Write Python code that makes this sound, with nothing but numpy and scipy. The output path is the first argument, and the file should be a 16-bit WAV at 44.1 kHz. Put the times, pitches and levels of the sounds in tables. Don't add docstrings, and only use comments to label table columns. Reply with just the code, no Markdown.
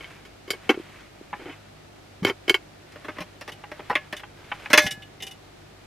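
import sys
import numpy as np
from scipy import signal
from scipy.fft import rfft, irfft, next_fast_len
from scipy.io import wavfile

SR = 44100
rng = np.random.default_rng(int(sys.argv[2]) if len(sys.argv) > 2 else 0)


def output_pcm(signal):
    pcm = np.clip(np.atleast_2d(signal).T, -1, 1) * 32767
    wavfile.write(sys.argv[1], SR, np.round(pcm).astype(np.int16))


N = 258426

REGISTER_EDGES_HZ = [100, 490, 1400, 3600, 7500, 16000]
HARDNESS_SHARE = [0, 0.03, 0.046, 0.85, 1]
WEIGHT_SHARE = [1, 0.71, 0.009, 0, 0.0075]
KETTLE_VOICE_DB = [2, -3.5, 1, -12.5, -23]
POT_VOICE_DB = [-6, -3.5, -0.5, -13, -16.5]
STOVE_VOICE_DB = [-8.5, 6, 0.5, -26.5, -37.5]
HANDLE_VOICE_DB = [-7, -15, 1, -9.5, -9]

# (time [s], strength [dB], hardness [dB], weight [dB], contact [s], at least 0.001 in use)
KETTLE_BLOWS = [(0.007, -44.5, -9, -6, 0.0047), (0.043, -41, -7, -37, 0.0034), (0.25, -51, 7, -4.5, 0.017),
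                (0.477, -50, 8, 5.5, 0.022), (0.504, -30, 15.5, -5.5, 0.005), (0.532, -40.5, -3, -2, .018),
                (0.692, -19, -4.5, 1, 0.016), (0.742, -45.5, -6, 5.5, .004), (1.005, -54.5, 2, -7, .025),
                (1.394, -52.5, -10, 5, 0.046), (1.456, -48, -9, 8, 0.046), (1.494, -45, -10, -5, 0.043),
                (2.229, -45.5, 7, 7, 0.026), (2.2485, -22.5, 3.5, -1, 0.00092),
                (2.265, -27.5, 0.5, -4, 0.026), (2.297, -29.5, -1.5, 0, 0.0038),
                (2.479, -32, 1, -0.5, 0.009), (2.495, -16, 3.5, -14.5, 0.0017),
                (2.5425, -20, -2, -11.5, 0.0047)]
POT_BLOWS = [(2.92, -55, 8, -6, .008), (2.958, -48.5, -5, 7.5, 0.0073), (3.046, -43, -4, 4.5, .008),
             (3.083, -36.5, -10, 5.5, 0.012), (3.168, -47, -7.5, 2, .006), (3.184, -38.5, -5, 4.5, 0.011),
             (3.205, -38, 3.5, 3, 0.019), (3.411, -42, 5.5, 1, 0.012), (3.477, -38.5, 1.5, 1, 0.022),
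             (3.716, -40.5, -5, 5, 0.0027), (3.793, -45.5, -12, 10, 0.0098),
             (3.9535, -18.5, -12, -10.5, 0.0034), (4.126, -32.5, -1.5, -2, .009),
             (4.195, -44.5, 0, -7, .008), (4.702, -32.5, 4, 2.5, 0.016), (4.7315, -10.5, 1.5, -6, 0.01),
             (4.776, -10, 4, -8.5, .01), (4.82, -46.5, 22.5, 7.5, 0.052)]
STOVE_BLOWS = [(1.329, -38.5, -20, 2.5, 0.014), (3.637, -45, -13, -3, 0.0033), (3.898, -35, 18, 8.5, 0.02),
               (3.927, -42.5, 1, 5, 0.0057), (4.233, -43, -3, -8, 0.002), (4.5155, -30.5, -11, -9, 0.0081),
               (4.658, -36, 6, -19.5, .003)]
# (time [s], strength [dB], hardness [dB], weight [dB], rebounds [count])
HANDLE_CLINKS = [(3.519, -45, -0.5, -1, 0), (4.166, -42, 2, -4, 0), (4.864, -27.5, -5, -5.5, 0),
                 (4.909, -34.5, 5.5, -5.5, 0), (5.021, -45.5, -8, -13, 0), (5.202, -44.5, -6, -4, 0),
                 (5.223, -36.5, 3, -5, 2)]
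# (start [s], end [s])
GROPING_SPAN_S = (2.85, 5)
# (mean strength [dB], hardness [dB], weight [dB], contact [s])
FINGER_TOUCH = (-59, 5, 4, 0.08)

# (frequency [Hz], relative level [dB], free t60 [s])
KETTLE_MODES = [(350, -3, .06), (392, 1, .06), (470, -4, .04), (748, -16, .07), (1130, -13, .05),
                (1445, -8, .07), (1620, -13, .07), (2030, -8, .05), (2212, 6, .062), (2536, -15, .07),
                (3085, 5, .05), (3230, -3, .045), (4020, -17, .06), (4590, -18, .07), (4790, -17, .08),
                (6950, -27, .05), (10900, -28, .07)]
POT_MODES = [(305, -1, .09), (450, -1, .05), (603, 4, .23), (778, -24, .9), (980, -4, .06), (1084, -5, .25),
             (1215, -7, .1), (1443, -9, .15), (1706, -6, .46), (1752, 3, .09), (1905, 3, .1), (2070, 0, .2),
             (2143, -2, .28), (2176, 3, .08), (2385, -3, .14), (2525, -10, .38), (2598, 3, .1),
             (2789, -12, .16), (3047, -8, .18), (3384, 6, .075), (3540, -10, .25), (4070, -6, .12),
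             (4425, -24, .22), (5480, -16, .14), (6072, -23, .18), (6460, -20, .11)]
STOVE_MODES = [(826, 1, .085), (1000, 0, .07), (1170, -1, .04), (1500, -3, .05), (1700, -6, .045),
               (2260, -6, .06)]
HANDLE_MODES = [(778, -19, .35), (2080, -9, .12), (2915, -2, .13), (2970, -6, .1), (3160, -7, .08),
                (3564, 1.5, .08), (3790, -5, .07), (4720, -13, .06), (5760, -13, .05), (6212, -17, .05)]
# (frequency [Hz], relative density [dB/Hz])
KETTLE_CLATTER = [(60, -39), (150, -30), (240, -1.5), (370, 6.5), (600, -1.5), (1000, -2), (2100, 3.5),
                  (3200, -4), (3800, -15), (5000, -11.5), (8000, -22.5), (12500, -19.5), (16000, -39)]
POT_CLATTER = [(60, -6), (150, -5.5), (280, 1.5), (550, 4), (1100, 10.5), (1400, 10.5), (1900, 16.5),
               (2900, 9.5), (3800, 1.5), (5500, -5), (7500, -34.5), (12500, -34), (16000, -52)]
HANDLE_CLATTER = [(150, -1), (550, -5), (1400, 6.5), (2000, 14.5), (3200, 15), (4200, 9), (5500, 4),
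                  (7500, -21), (12500, -24), (16000, -42)]
# (frequency [Hz], side minus mid [dB])
BLOW_WIDTH = [(150, -63), (1200, -55), (2500, -27), (4400, -12.5), (8000, -3.5), (15000, -7.5)]

# (time [s], level [dB], frequency [Hz], t60 [s])
RIM_PING = (0.505, -43, 8704, 0.15)
# (time [s], level [dB], frequency [Hz], t60 [s])
LOG_THUMPS = [(0.7748, -13.5, 364, 0.024), (0.798, -20, 336, 0.031), (1.212, -23, 360, 0.017),
              (2.223, -17, 183, 0.075), (2.25, -27, 113.4, .12), (2.506, -6.5, 383, 0.036),
              (3.206, -28, 178, 0.086), (4.844, -23.5, 201, 0.072), (4.859, -16, 125, 0.021),
              (4.976, -25, 167, 0.021)]
# (centre time [s], length [s], level before rub gain [dB])
RUB_STROKES = [(0.05, 0.31, -43), (0.706, 0.31, -45), (0.914, 0.38, -47), (1.448, 0.3, -45.5),
               (3.12, 0.41, -47.5), (3.908, 0.43, -48.5), (4.613, 0.36, -42)]
# (frequency [Hz], relative density [dB/Hz])
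RUB_SPECTRUM = [(150, 2), (350, -2.5), (700, -2), (1400, 1.5), (2300, 2), (3200, -3.5), (4500, -12),
                (8000, -20), (13000, -25), (16000, -47)]
# (frequency [Hz], relative density [dB/Hz])
HISS_SPECTRUM = [(120, -15.5), (200, -6), (353, -2.5), (519, -6.5), (683, -3.5), (1080, -13), (1160, -10.5),
                 (3070, -16.5), (4040, -17), (14300, -34), (16000, -60)]
# (frequency [Hz], rms level before waver [dB])
HUM_PARTIALS = [(50, -62.5), (100, -58.5), (151, -62.5), (200, -70), (301, -67.5), (350, -69)]
# (frequency [Hz], relative density [dB/Hz])
RUMBLE_SPECTRUM = [(20, -37), (48, -9), (75, -1.5), (115, -1.5), (190, -8), (400, -11.5), (900, -53)]

BLOW_SAMPLES = 2 ** 15
RELEASE_S = 4.72
HANDLE_CONTACT_S, REBOUND_S, REBOUND_LOSS_DB = 0.012, 0.044, 5
CUTOFF_HZ = 15800


def kettle():
    return vessel(KETTLE_BLOWS, KETTLE_MODES, KETTLE_CLATTER, KETTLE_VOICE_DB, modes_db=6, scatter_db=0.5,
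                  t60_s=0.064, chatter_db=0, tail_db=-25, tail_t60_s=0.21, held_ring=0.92)


def pot():
    blows = [*POT_BLOWS, *touches(count=4)]
    return vessel(blows, POT_MODES, POT_CLATTER, POT_VOICE_DB, modes_db=-7.5, scatter_db=1.2,
                  t60_s=0.065, chatter_db=1.5, tail_db=-18, tail_t60_s=0.19, held_ring=0.45)


def stove():
    return vessel(STOVE_BLOWS, STOVE_MODES, POT_CLATTER, STOVE_VOICE_DB, modes_db=0, scatter_db=1.5,
                  t60_s=0.035, chatter_db=1.0, tail_db=-10, tail_t60_s=0.15)


def handle():
    blows = rebounding(HANDLE_CLINKS)
    return vessel(blows, HANDLE_MODES, HANDLE_CLATTER, HANDLE_VOICE_DB, modes_db=6.5, scatter_db=4,
                  t60_s=0.071, chatter_db=0.5, tail_db=-17, tail_t60_s=0.22)


def vessel(blows, modes, spectrum, voice_db, modes_db, scatter_db, t60_s, chatter_db, tail_db, tail_t60_s,
           held_ring=1):
    mid_side = np.zeros((2, N + BLOW_SAMPLES))
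    t = np.arange(BLOW_SAMPLES) / SR
    registers = [signal.butter(5, edges, "band", fs=SR, output="sos")
                 for edges in zip(REGISTER_EDGES_HZ, REGISTER_EDGES_HZ[1:])]
    attack = SR // 50
    for time_s, strength_db, hardness_db, weight_db, contact_s in blows:
        contact_s = max(contact_s, 0.001)
        at = max(round(time_s * SR), 0)
        ring_share = held_ring if time_s < RELEASE_S else 1
        damped = np.multiply(modes, [1, 1, ring_share])
        ring = from_db(modes_db) * wall_modes(damped, t, contact_s, scatter_db)
        blow = ring + clatter(spectrum, t, contact_s, t60_s, chatter_db, tail_db, tail_t60_s)
        hardness_tilt_db = hardness_db * np.array(HARDNESS_SHARE)
        weight_tilt_db = weight_db * np.array(WEIGHT_SHARE)
        levels_db = strength_db + np.array(voice_db) + hardness_tilt_db + weight_tilt_db
        for sos, level_db in zip(registers, levels_db):
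            part = signal.sosfilt(sos, blow + 1e-18)
            mid_side[:, at:at + BLOW_SAMPLES] += part * from_db(level_db) / np.std(part[0, :attack])
    mid, side = mid_side[:, :N]
    return np.array([mid + side, mid - side])


def wall_modes(modes, t, contact_s, scatter_db):
    hz, db, t60_s = np.transpose(modes)[:, :, None]
    strength = from_db(db + scatter_db * rng.standard_normal(hz.shape))
    phase = rng.uniform(0, 2 * np.pi, hz.shape)
    side_gain = from_db(np.interp(hz, *np.transpose(BLOW_WIDTH))) * rng.choice([-1, 1], hz.shape)
    rings = strength * from_db(-60 * t / t60_s) * np.sin(2 * np.pi * hz * t + phase)
    build_up = 1 - np.exp(-8 * t / contact_s)
    return np.array([rings.sum(0), (rings * side_gain).sum(0)]) * build_up


def clatter(spectrum, t, contact_s, t60_s, chatter_db, tail_db, tail_t60_s):
    mid, side = crowd(spectrum, len(t), lumps_db=4.5, spacing_hz=100)
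    crack = from_db(-10) * np.exp(-t / 0.0055)
    decay_db = -60 * np.maximum(t - contact_s, 0) / t60_s
    chatter = from_db(chatter_db * drift(396, len(t)) + decay_db)
    tail = from_db(tail_db - 60 * t / tail_t60_s)
    onset = 1 - np.exp(-t / 0.000094)
    return np.array([mid, coloured(side, BLOW_WIDTH)]) * (crack + chatter + tail) * onset


def crowd(spectrum, size, lumps_db, spacing_hz):
    knots_hz = np.arange(0, SR, spacing_hz)
    heights = np.clip(rng.standard_normal(len(knots_hz)), -2, 2)
    bins_hz = np.arange(size // 2 + 1) * SR / size
    lumps = from_db(lumps_db * np.interp(bins_hz, knots_hz, heights))
    lumpy = irfft(rfft(rng.standard_normal((2, size))) * lumps, size)
    return rms_one(coloured(lumpy, spectrum))


def touches(count):
    start_s, end_s = GROPING_SPAN_S
    mean_db, *rest = FINGER_TOUCH
    return [(start_s + when * (end_s - start_s), mean_db + 6 * (force - 0.5), *rest)
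            for when, force in rng.random((count, 2))]


def rebounding(clinks):
    return [(time_s + k * REBOUND_S, db - k * REBOUND_LOSS_DB, hardness_db, weight_db, HANDLE_CONTACT_S)
            for time_s, db, hardness_db, weight_db, rebounds in clinks
            for k in range(rebounds + 1)]


def rim():
    return decaying_sine(*RIM_PING)[0]


def logs(rise_s):
    out = np.zeros(N)
    for thump in LOG_THUMPS:
        swing, t = decaying_sine(*thump)
        out += swing * (1 - np.exp(-t / rise_s))
    return out


def decaying_sine(time_s, level_db, hz, t60_s):
    t = np.maximum(np.arange(N) / SR - time_s, 0)
    return from_db(level_db - np.minimum(60 * t / t60_s, 200)) * np.sin(2 * np.pi * hz * t), t


def hands(gain_db, stir_db, grain_db, side_db):
    t = np.arange(N) / SR
    power = from_db(stir_db) ** 2
    for time_s, length_s, db in RUB_STROKES:
        power = power + from_db(db) ** 2 * np.exp(-2 * (2 * (t - time_s) / length_s) ** 2)
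    mid, side = noise(RUB_SPECTRUM, (2, N))
    slips = from_db(grain_db * (drift(60) + drift(400)))
    stereo = mid + from_db(side_db) * side * np.array([[1], [-1]])
    return from_db(gain_db) * np.sqrt(power) * slips * stereo


def background(hiss_db, rumble_db, waver_db):
    t = np.arange(N) / SR
    hum = np.zeros(N)
    for hz, db in HUM_PARTIALS:
        level = np.sqrt(2) * from_db(db + waver_db * drift(9))
        hum += level * np.sin(2 * np.pi * hz * t + 0.29 * drift(2.3))
    hiss = from_db(hiss_db) * noise(HISS_SPECTRUM, (2, N))
    return hiss + hum + from_db(rumble_db) * noise(RUMBLE_SPECTRUM, N)


def noise(spectrum, shape):
    return rms_one(coloured(rng.standard_normal(shape), spectrum))


def coloured(x, spectrum):
    hz, db = np.transpose(spectrum)
    size = next_fast_len(x.shape[-1])
    bins_hz = np.maximum(np.arange(size // 2 + 1) * SR / size, 1)
    gain = from_db(np.interp(np.log(bins_hz), np.log(hz), db))
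    return irfft(rfft(x, size) * gain, size)[..., :x.shape[-1]]


def drift(rate_hz, size=N):
    return np.interp(np.arange(size) / SR * rate_hz, np.arange(8000), rng.standard_normal(8000))


def rms_one(x):
    return x / np.sqrt(np.mean(x ** 2) + 1e-20)


def from_db(db):
    return 10 ** (np.asarray(db) / 20)


def scene():
    metal = kettle() + pot() + stove() + handle() + rim()
    rustle = hands(gain_db=-4.5, stir_db=-57.5, grain_db=1.6, side_db=-14.5)
    air = background(hiss_db=-50.5, rumble_db=-59, waver_db=2.5)
    return metal + logs(rise_s=0.0018) + rustle + air


def record(dry):
    rounded = dry / (1 + dry ** 4) ** (1 / 4)
    low_pass = signal.ellip(10, 0.1, 80, CUTOFF_HZ, fs=SR, output="sos")
    return signal.sosfilt(low_pass, rounded)


dry = scene()
out = record(dry)
output_pcm(out)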